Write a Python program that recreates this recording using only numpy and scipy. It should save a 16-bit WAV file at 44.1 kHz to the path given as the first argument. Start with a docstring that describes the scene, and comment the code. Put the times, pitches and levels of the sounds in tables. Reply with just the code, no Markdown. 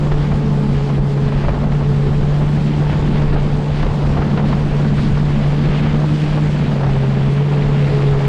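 """On open water, aboard a personal watercraft cruising over light chop.
Its four-cylinder engine drones and turns a whining three-blade jet pump.
The hull booms on the waves, the wake rushes and spray hisses as countless drops.
Wind buffets the microphone in short ragged blasts, and a limiter ducks the drone under them."""
import sys
import numpy as np
from scipy import signal
from scipy.fft import rfft, irfft, next_fast_len
from scipy.io import wavfile
from scipy.ndimage import uniform_filter1d, minimum_filter1d, map_coordinates

SR = 44100
rng = np.random.default_rng(int(sys.argv[2]) if len(sys.argv) > 2 else 0)


def inscribe(sig):
    """Save sig as 16-bit PCM at rate SR to the path in sys.argv[1].

    A 1-D sig is mono; a 2-D sig holds one channel per row.
    Samples are clipped to [-1, 1] before scaling.
    """
    pcm = np.round(np.clip(np.atleast_2d(sig).T, -1, 1) * 32767)
    wavfile.write(sys.argv[1], SR, pcm.astype(np.int16))


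N = 365148

# waves throwing up water: t/s, spray/dB, churn/dB, width/s
WAVE_SPLASHES = [(0.218, -66, -41.5, 0.24), (0.805, -50.5, -41.5, 0.36), (1.27, -51, -40.5, .07),
                 (1.4, -60, -39, 0.14), (2.906, -52, -36.5, 0.086), (3.155, -48.5, -35.5, 0.13),
                 (3.35, -56, -38.5, 0.11), (3.795, -46, -39, 0.1), (4.053, -45.5, -52, 0.17),
                 (4.244, -55, -45, .1), (4.49, -46, -37, .11), (5.03, -42, -41, .13),
                 (5.416, -49, -39, 0.18), (5.767, -56, -35, 0.41), (6.22, -46.5, -44.5, .36),
                 (6.643, -50.5, -50, .2), (7.9, -48, -43, 0.28)]


def amp(db):
    """Decibels to gain."""
    return 10 ** (np.asarray(db) / 20)


def unit(x):
    """Scaled to rms 1."""
    return x / np.sqrt(np.mean(x ** 2) + 1e-20)


def curves(rows):
    """One automation curve for each column after the time."""
    times, *columns = np.transpose(rows)
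    return [np.interp(np.arange(N) / SR, times, column) for column in columns]


def wobble(rate):
    """A smooth random curve, rate knots a second."""
    knots = rng.standard_normal(N // 8)
    return map_coordinates(knots, [np.arange(N) * rate / SR + 2], mode="wrap")


def swell(at, width_s):
    """A smooth rise and fall around a moment, width_s wide at half height."""
    return .5 ** ((2 * (np.arange(N) / SR - at) / width_s) ** 2)


def filtered(x, response):
    """x through an EQ whose gain is a function of frequency."""
    size = next_fast_len(N + SR // 2)
    return irfft(rfft(x, size) * response(np.fft.rfftfreq(size, 1 / SR)), size)[:N]


def coloured(x, spectrum):
    """x shaped by (f/Hz, level/dB) points on a log axis, at rms 1."""
    f, db = np.transpose(spectrum)
    return unit(filtered(x, lambda hz: amp(np.interp(np.log(hz + 1), np.log(f), db, right=-120))))


def noise(spectrum):
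    """Coloured noise of rms 1."""
    return coloured(rng.standard_normal(N), spectrum)


def drops(rate, spread_db):
    """Tiny impacts of random size, about rate a second, at rms 1."""
    lands = rng.random(N) < rate / SR
    return unit(lands * rng.standard_normal(N) * amp(spread_db * rng.standard_normal(N)))


def patchy(x, depth_db):
    """Each region of pitch swells and fades on its own, at rms 1."""
    bands = signal.stft(x, nperseg=512)[2]
    patches = uniform_filter1d(rng.standard_normal(bands.shape), size=12, axis=0)
    patches = uniform_filter1d(patches, size=14, axis=1)
    return unit(signal.istft(bands * amp(depth_db * unit(patches)), nperseg=512)[1][:N])


def shaft_tones(angle, partials, rough_db, drift_rad, rate):
    """Tones locked to the shaft, wavering in level and phase, at rms 1."""
    tones = np.zeros(N)
    for multiple, db in partials:
        phase = round(multiple) * angle + 2 * np.pi * rng.random() + drift_rad * wobble(rate)
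        tones += amp(db + rough_db * wobble(rate)) * np.sin(phase)
    return unit(tones)


def engine(shaft_hz, angle, firing_db):
    """Two firings a turn make a clean drone whose octave rings a hull panel as it slides into tune."""
    panel_hz, half_width_hz = 300, 4
    firing = amp(firing_db) * shaft_tones(angle, [(2, 0)], rough_db=1.04, drift_rad=0.067, rate=30)
    in_tune = 1 / (1 + ((4 * shaft_hz - panel_hz) / half_width_hz) ** 2)
    effort = amp(firing_db - firing_db.mean())
    octave = shaft_tones(angle, [(4, 0)], rough_db=5.0, drift_rad=0.24, rate=20)
    return firing + effort * (amp(-38.5) + amp(-35) * in_tune) * octave


def jet_pump(angle, shake, drone_db, whine_db):
    """The blades hum through the hull; the pump's drone and whine waver in the aerated water."""
    # low, middle and high tones: multiple of the shaft speed, level within the group/dB
    blade_tones = [(3, -4.5), (5, -15)]
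    drone_tones = [(6, -2), (7, -14.5)]
    whine_tones = [(12, -1), (15, -9.5)]
    blades = shake * amp(-7.5) * shaft_tones(angle, blade_tones, rough_db=0, drift_rad=0.4, rate=20)
    drone = amp(drone_db) * shaft_tones(angle, drone_tones, rough_db=3.0, drift_rad=0.71, rate=24)
    whine = amp(whine_db) * shaft_tones(angle, whine_tones, rough_db=3.5, drift_rad=0.73, rate=24)
    return blades + drone + whine


def hull_shake():
    """How hard the chop shakes the hull: a restless bed with a swell at each wave."""
    # the hull meets a wave: t/s, peak/dB
    bumps = [(0.69, -18.5), (0.97, -22.5), (1.25, -24), (1.64, -22.5), (2.66, -22), (3.1, -17),
             (4.28, -21.5), (4.48, -17.5), (4.87, -25), (5.14, -22.5), (5.4, -24), (5.65, -21), (5.82, -21),
             (6.53, -23), (6.72, -21.5)]
    bed = amp(-25 + 2 * wobble(9))
    return np.sqrt(bed ** 2 + sum((amp(db) * swell(at, width_s=0.16)) ** 2 for at, db in bumps))


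def hull_boom(shake):
    """The shaken hull booms in a narrow low band."""
    # hull resonance: f/Hz, level/dB
    boom_eq = [(90, -37.5), (150, -3.5), (185, 0.5), (222, 0.5), (255, -8.5), (330, -23), (600, -44.5)]
    return shake * noise(boom_eq)


def wake():
    """Water tumbles beside the hull and churns harder at each splash."""
    # the running wash: t/s, level/dB
    wash = [(0, -42.5), (0.5, -42.5), (1.1, -43.5), (1.9, -41), (2.9, -39), (3.55, -40.5), (4.7, -38.5),
            (5.45, -38.5), (6.1, -38), (7.35, -37), (8.28, -35.5)]
    # tumbling water: f/Hz, level/dB
    wake_eq = [(200, -9.5), (600, -6.5), (1200, -2.5), (1700, 2.1), (2200, 0.5), (3100, -2), (4700, -12),
               (6000, -24), (9000, -44)]
    wash_db, = curves(wash)
    power = amp(wash_db + 0.35 * wobble(16)) ** 2
    power += sum((amp(db) * swell(at, width_s)) ** 2 for at, _, db, width_s in WAVE_SPLASHES)
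    level = np.sqrt(power) * amp(0.87 * wobble(60))
    return level * patchy(coloured(drops(rate=16000, spread_db=3.0), wake_eq), depth_db=1)


def spray():
    """Countless drops fall in a hissing sheet, and each splash throws up more."""
    # the steady sheet: t/s, level/dB
    sheet_levels = [(0, -47), (1.5, -49), (2.6, -47), (3.4, -49), (6.2, -47), (7.25, -49), (8.28, -47)]
    # the sheet's hiss and freshly thrown water: f/Hz, level/dB
    sheet_eq = [(1500, -24), (3200, 6), (4600, 5), (6200, -1.5), (7400, -2.5), (8700, -8.5), (10500, -15),
                (12000, -23.5), (14500, -35.5)]
    thrown_eq = [(1200, -10), (2800, 4), (4500, 6.5), (6200, -4.5), (8700, -11), (12000, -23.5),
                 (14500, -38.5)]
    sheet_db, = curves(sheet_levels)
    level = amp(sheet_db + 0.93 * wobble(27))
    sheet = level * patchy(coloured(drops(rate=18000, spread_db=-1.5), sheet_eq), depth_db=1.1)
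    power = sum((amp(db) * swell(at, width_s)) ** 2 for at, db, _, width_s in WAVE_SPLASHES)
    thrown = np.sqrt(power) * coloured(drops(rate=20000, spread_db=2.5), thrown_eq)
    return sheet + thrown


def water():
    """Wake and spray together; their hiss dips briefly now and then."""
    # dips in the hiss: t/s, depth/dB (negative lifts it)
    lulls = [(1.01, 3.5), (1.66, 3), (3.26, 0), (4.41, 3.5), (4.58, -1.5), (6.85, 2)]
    dip_db = sum(db * swell(at, width_s=0.06) for at, db in lulls)
    return amp(-dip_db) * (wake() + spray())


def wind():
    """Eddies thump the microphone, harder in the gusts; the strongest tear into a ragged flutter."""
    # the wind bed: t/s, buffet/dB, flutter/dB
    breeze = [(0, -20.5, -28.5), (1.05, -22.5, -30), (1.5, -21.5, -28), (1.9, -22.5, -29.5),
              (2.7, -21, -28.5), (3.3, -19, -27), (3.7, -20, -29), (4.25, -18, -25.5), (4.9, -21, -29),
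              (5.2, -21.5, -29.5), (5.85, -20, -26), (6.15, -23, -29), (6.8, -21.5, -28), (7.3, -26, -29.5),
              (8.28, -22.5, -24.5)]
    # broad gusts: t/s, peak/dB
    gusts = [(0.99, -18.5), (1.49, -14.5), (3.25, -20.5), (3.35, -9.5)]
    # deep buffet and midrange flutter: f/Hz, level/dB
    buffet_eq = [(12, -15.5), (22, 1.5), (50, -4.5), (100, -7), (170, -14), (300, -26), (700, -46.5)]
    flutter_eq = [(60, -20), (200, -9.5), (330, 2), (480, -1), (750, -4.5), (1200, -10.5), (2000, -20.5),
                  (4000, -35.5), (9000, -55.5)]
    buffet_db, flutter_db = curves(breeze)
    eddies = wobble(40)
    bed = amp(buffet_db + 2.5 * wobble(16))
    gust_power = sum((amp(db) * swell(at, width_s=0.063)) ** 2 for at, db in gusts)
    buffet = np.sqrt(bed ** 2 + gust_power) * unit(amp(2.1 * eddies) * noise(buffet_eq))
    flutter = amp(flutter_db) * unit(amp(1.16 * eddies + 1.7 * wobble(260)) * noise(flutter_eq))
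    return buffet + flutter


def blasts():
    """Air hits the microphone and swells within milliseconds: a dull puff with a crackle on top."""
    # blasts of air: t/s, puff/dB, crackle/dB
    hits = [(0.112, -20.5, -32), (0.312, -21.5, -45), (0.893, -27, -44), (1.320, -23.5, -45),
            (1.437, -22.5, -47), (1.482, -18, -32), (1.540, -27.5, -38), (1.636, -24, -41),
            (1.717, -29, -35), (2.406, -22, -39), (2.929, -22, -42), (3.216, -23, -34), (3.32, -19.5, -42),
            (3.359, -18, -39), (3.825, -17.5, -31), (3.858, -24, -38), (4.047, -28, -45),
            (4.122, -32.5, -41), (4.164, -22.5, -44), (4.215, -18, -38), (4.372, -16.5, -30.5),
            (4.391, -26, -41), (4.524, -22, -40), (4.848, -22.5, -44), (4.979, -23, -45),
            (5.167, -24.5, -35), (5.433, -30, -44), (5.86, -21, -34), (5.943, -25, -40), (6.372, -19, -35),
            (6.714, -24.5, -45), (6.803, -23, -40), (6.83, -22, -35), (6.861, -23, -42),
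            (7.029, -23.5, -43)]
    attack_s = 0.0063
    t = np.arange(N) / SR
    puff, crackle = np.zeros((2, N))
    for at, puff_db, crackle_db in hits:
        span = slice(int(at * SR), int(at * SR) + SR // 10)
        age = np.maximum(t[span] - at, 0) / attack_s
        push = age * np.exp(1 - age)
        puff[span] += amp(puff_db) * push
        crackle[span] += amp(crackle_db) * push
    dull = noise([(60, -8), (250, 5.5), (800, 1.5), (1400, -6.5), (2800, -21.5), (6000, -50.5)])
    bright = noise([(500, -23.0), (1400, 3.0), (2600, -4.0), (4500, -10.5), (10000, -45.5)])
    raggedness = unit(amp(1.6 * wobble(300)))
    return (puff * dull + crackle * bright) * raggedness


def scene():
    """Engine and pump on one shaft, mixed in mono with hull, water and wind."""
    # the shaft hunts on the chop and the throttle eases near 7 s: t/s, rotation/Hz
    shaft_speed = [(0, 73.3), (0.5, 72.3), (0.8, 70.2), (1.35, 70.4), (1.65, 72.3), (2, 70.7), (2.35, 73),
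                   (2.8, 73.9), (3.05, 73.2), (3.85, 72.9), (4.2, 71.8), (5.25, 72.8), (5.5, 72.2),
                   (5.95, 74.8), (6.42, 74.7), (6.65, 72.6), (6.9, 68.6), (7.05, 67.6), (7.25, 69),
                   (7.48, 72.3), (8, 70.2), (8.28, 69.6)]
    # load on the drive: t/s, firing tone/dB, pump drone/dB, pump whine/dB
    load = [(0, -15.5, -38, -50), (0.4, -17.5, -34, -43), (1.15, -15.7, -29, -43.5),
            (1.55, -18.5, -33.5, -43), (2.1, -15, -30.5, -44.5), (2.75, -16.5, -39.5, -42.5),
            (3.2, -17, -32.5, -40.5), (3.9, -19, -38.5, -42.5), (4.7, -17, -36, -48.5),
            (5.5, -15.5, -36, -52.5), (6.65, -16.5, -38.5, -52), (7.1, -15.5, -29, -49),
            (7.45, -14, -29, -51.5), (8.28, -13.8, -27, -43)]
    shaft_hz, = curves(shaft_speed)
    firing_db, drone_db, whine_db = curves(load)
    angle = 2 * np.pi * np.cumsum(shaft_hz) / SR
    shake = hull_shake()
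    drive = engine(shaft_hz, angle, firing_db) + jet_pump(angle, shake, drone_db, whine_db)
    return (drive + water() + hull_boom(shake) + wind() + blasts())[None]


def limiter(x, knee_db, hold_s, slope):
    """The gain drops just ahead of each peak by a share (slope) of its excess over the knee."""
    size = max(int(hold_s * SR), 8)
    needed = np.minimum(1, amp(knee_db) / (np.abs(x) + 1e-9)) ** np.clip(slope, 0, 1)
    return x * uniform_filter1d(minimum_filter1d(needed, size), size)


def record(dry):
    """The camera limits the peaks and cuts the highest treble."""
    limited = limiter(dry[0] * amp(.3), knee_db=-6.5, hold_s=.01, slope=.75)
    return filtered(limited, lambda hz: hz < 14400)[None]


dry = scene()
out = record(dry)
inscribe(out)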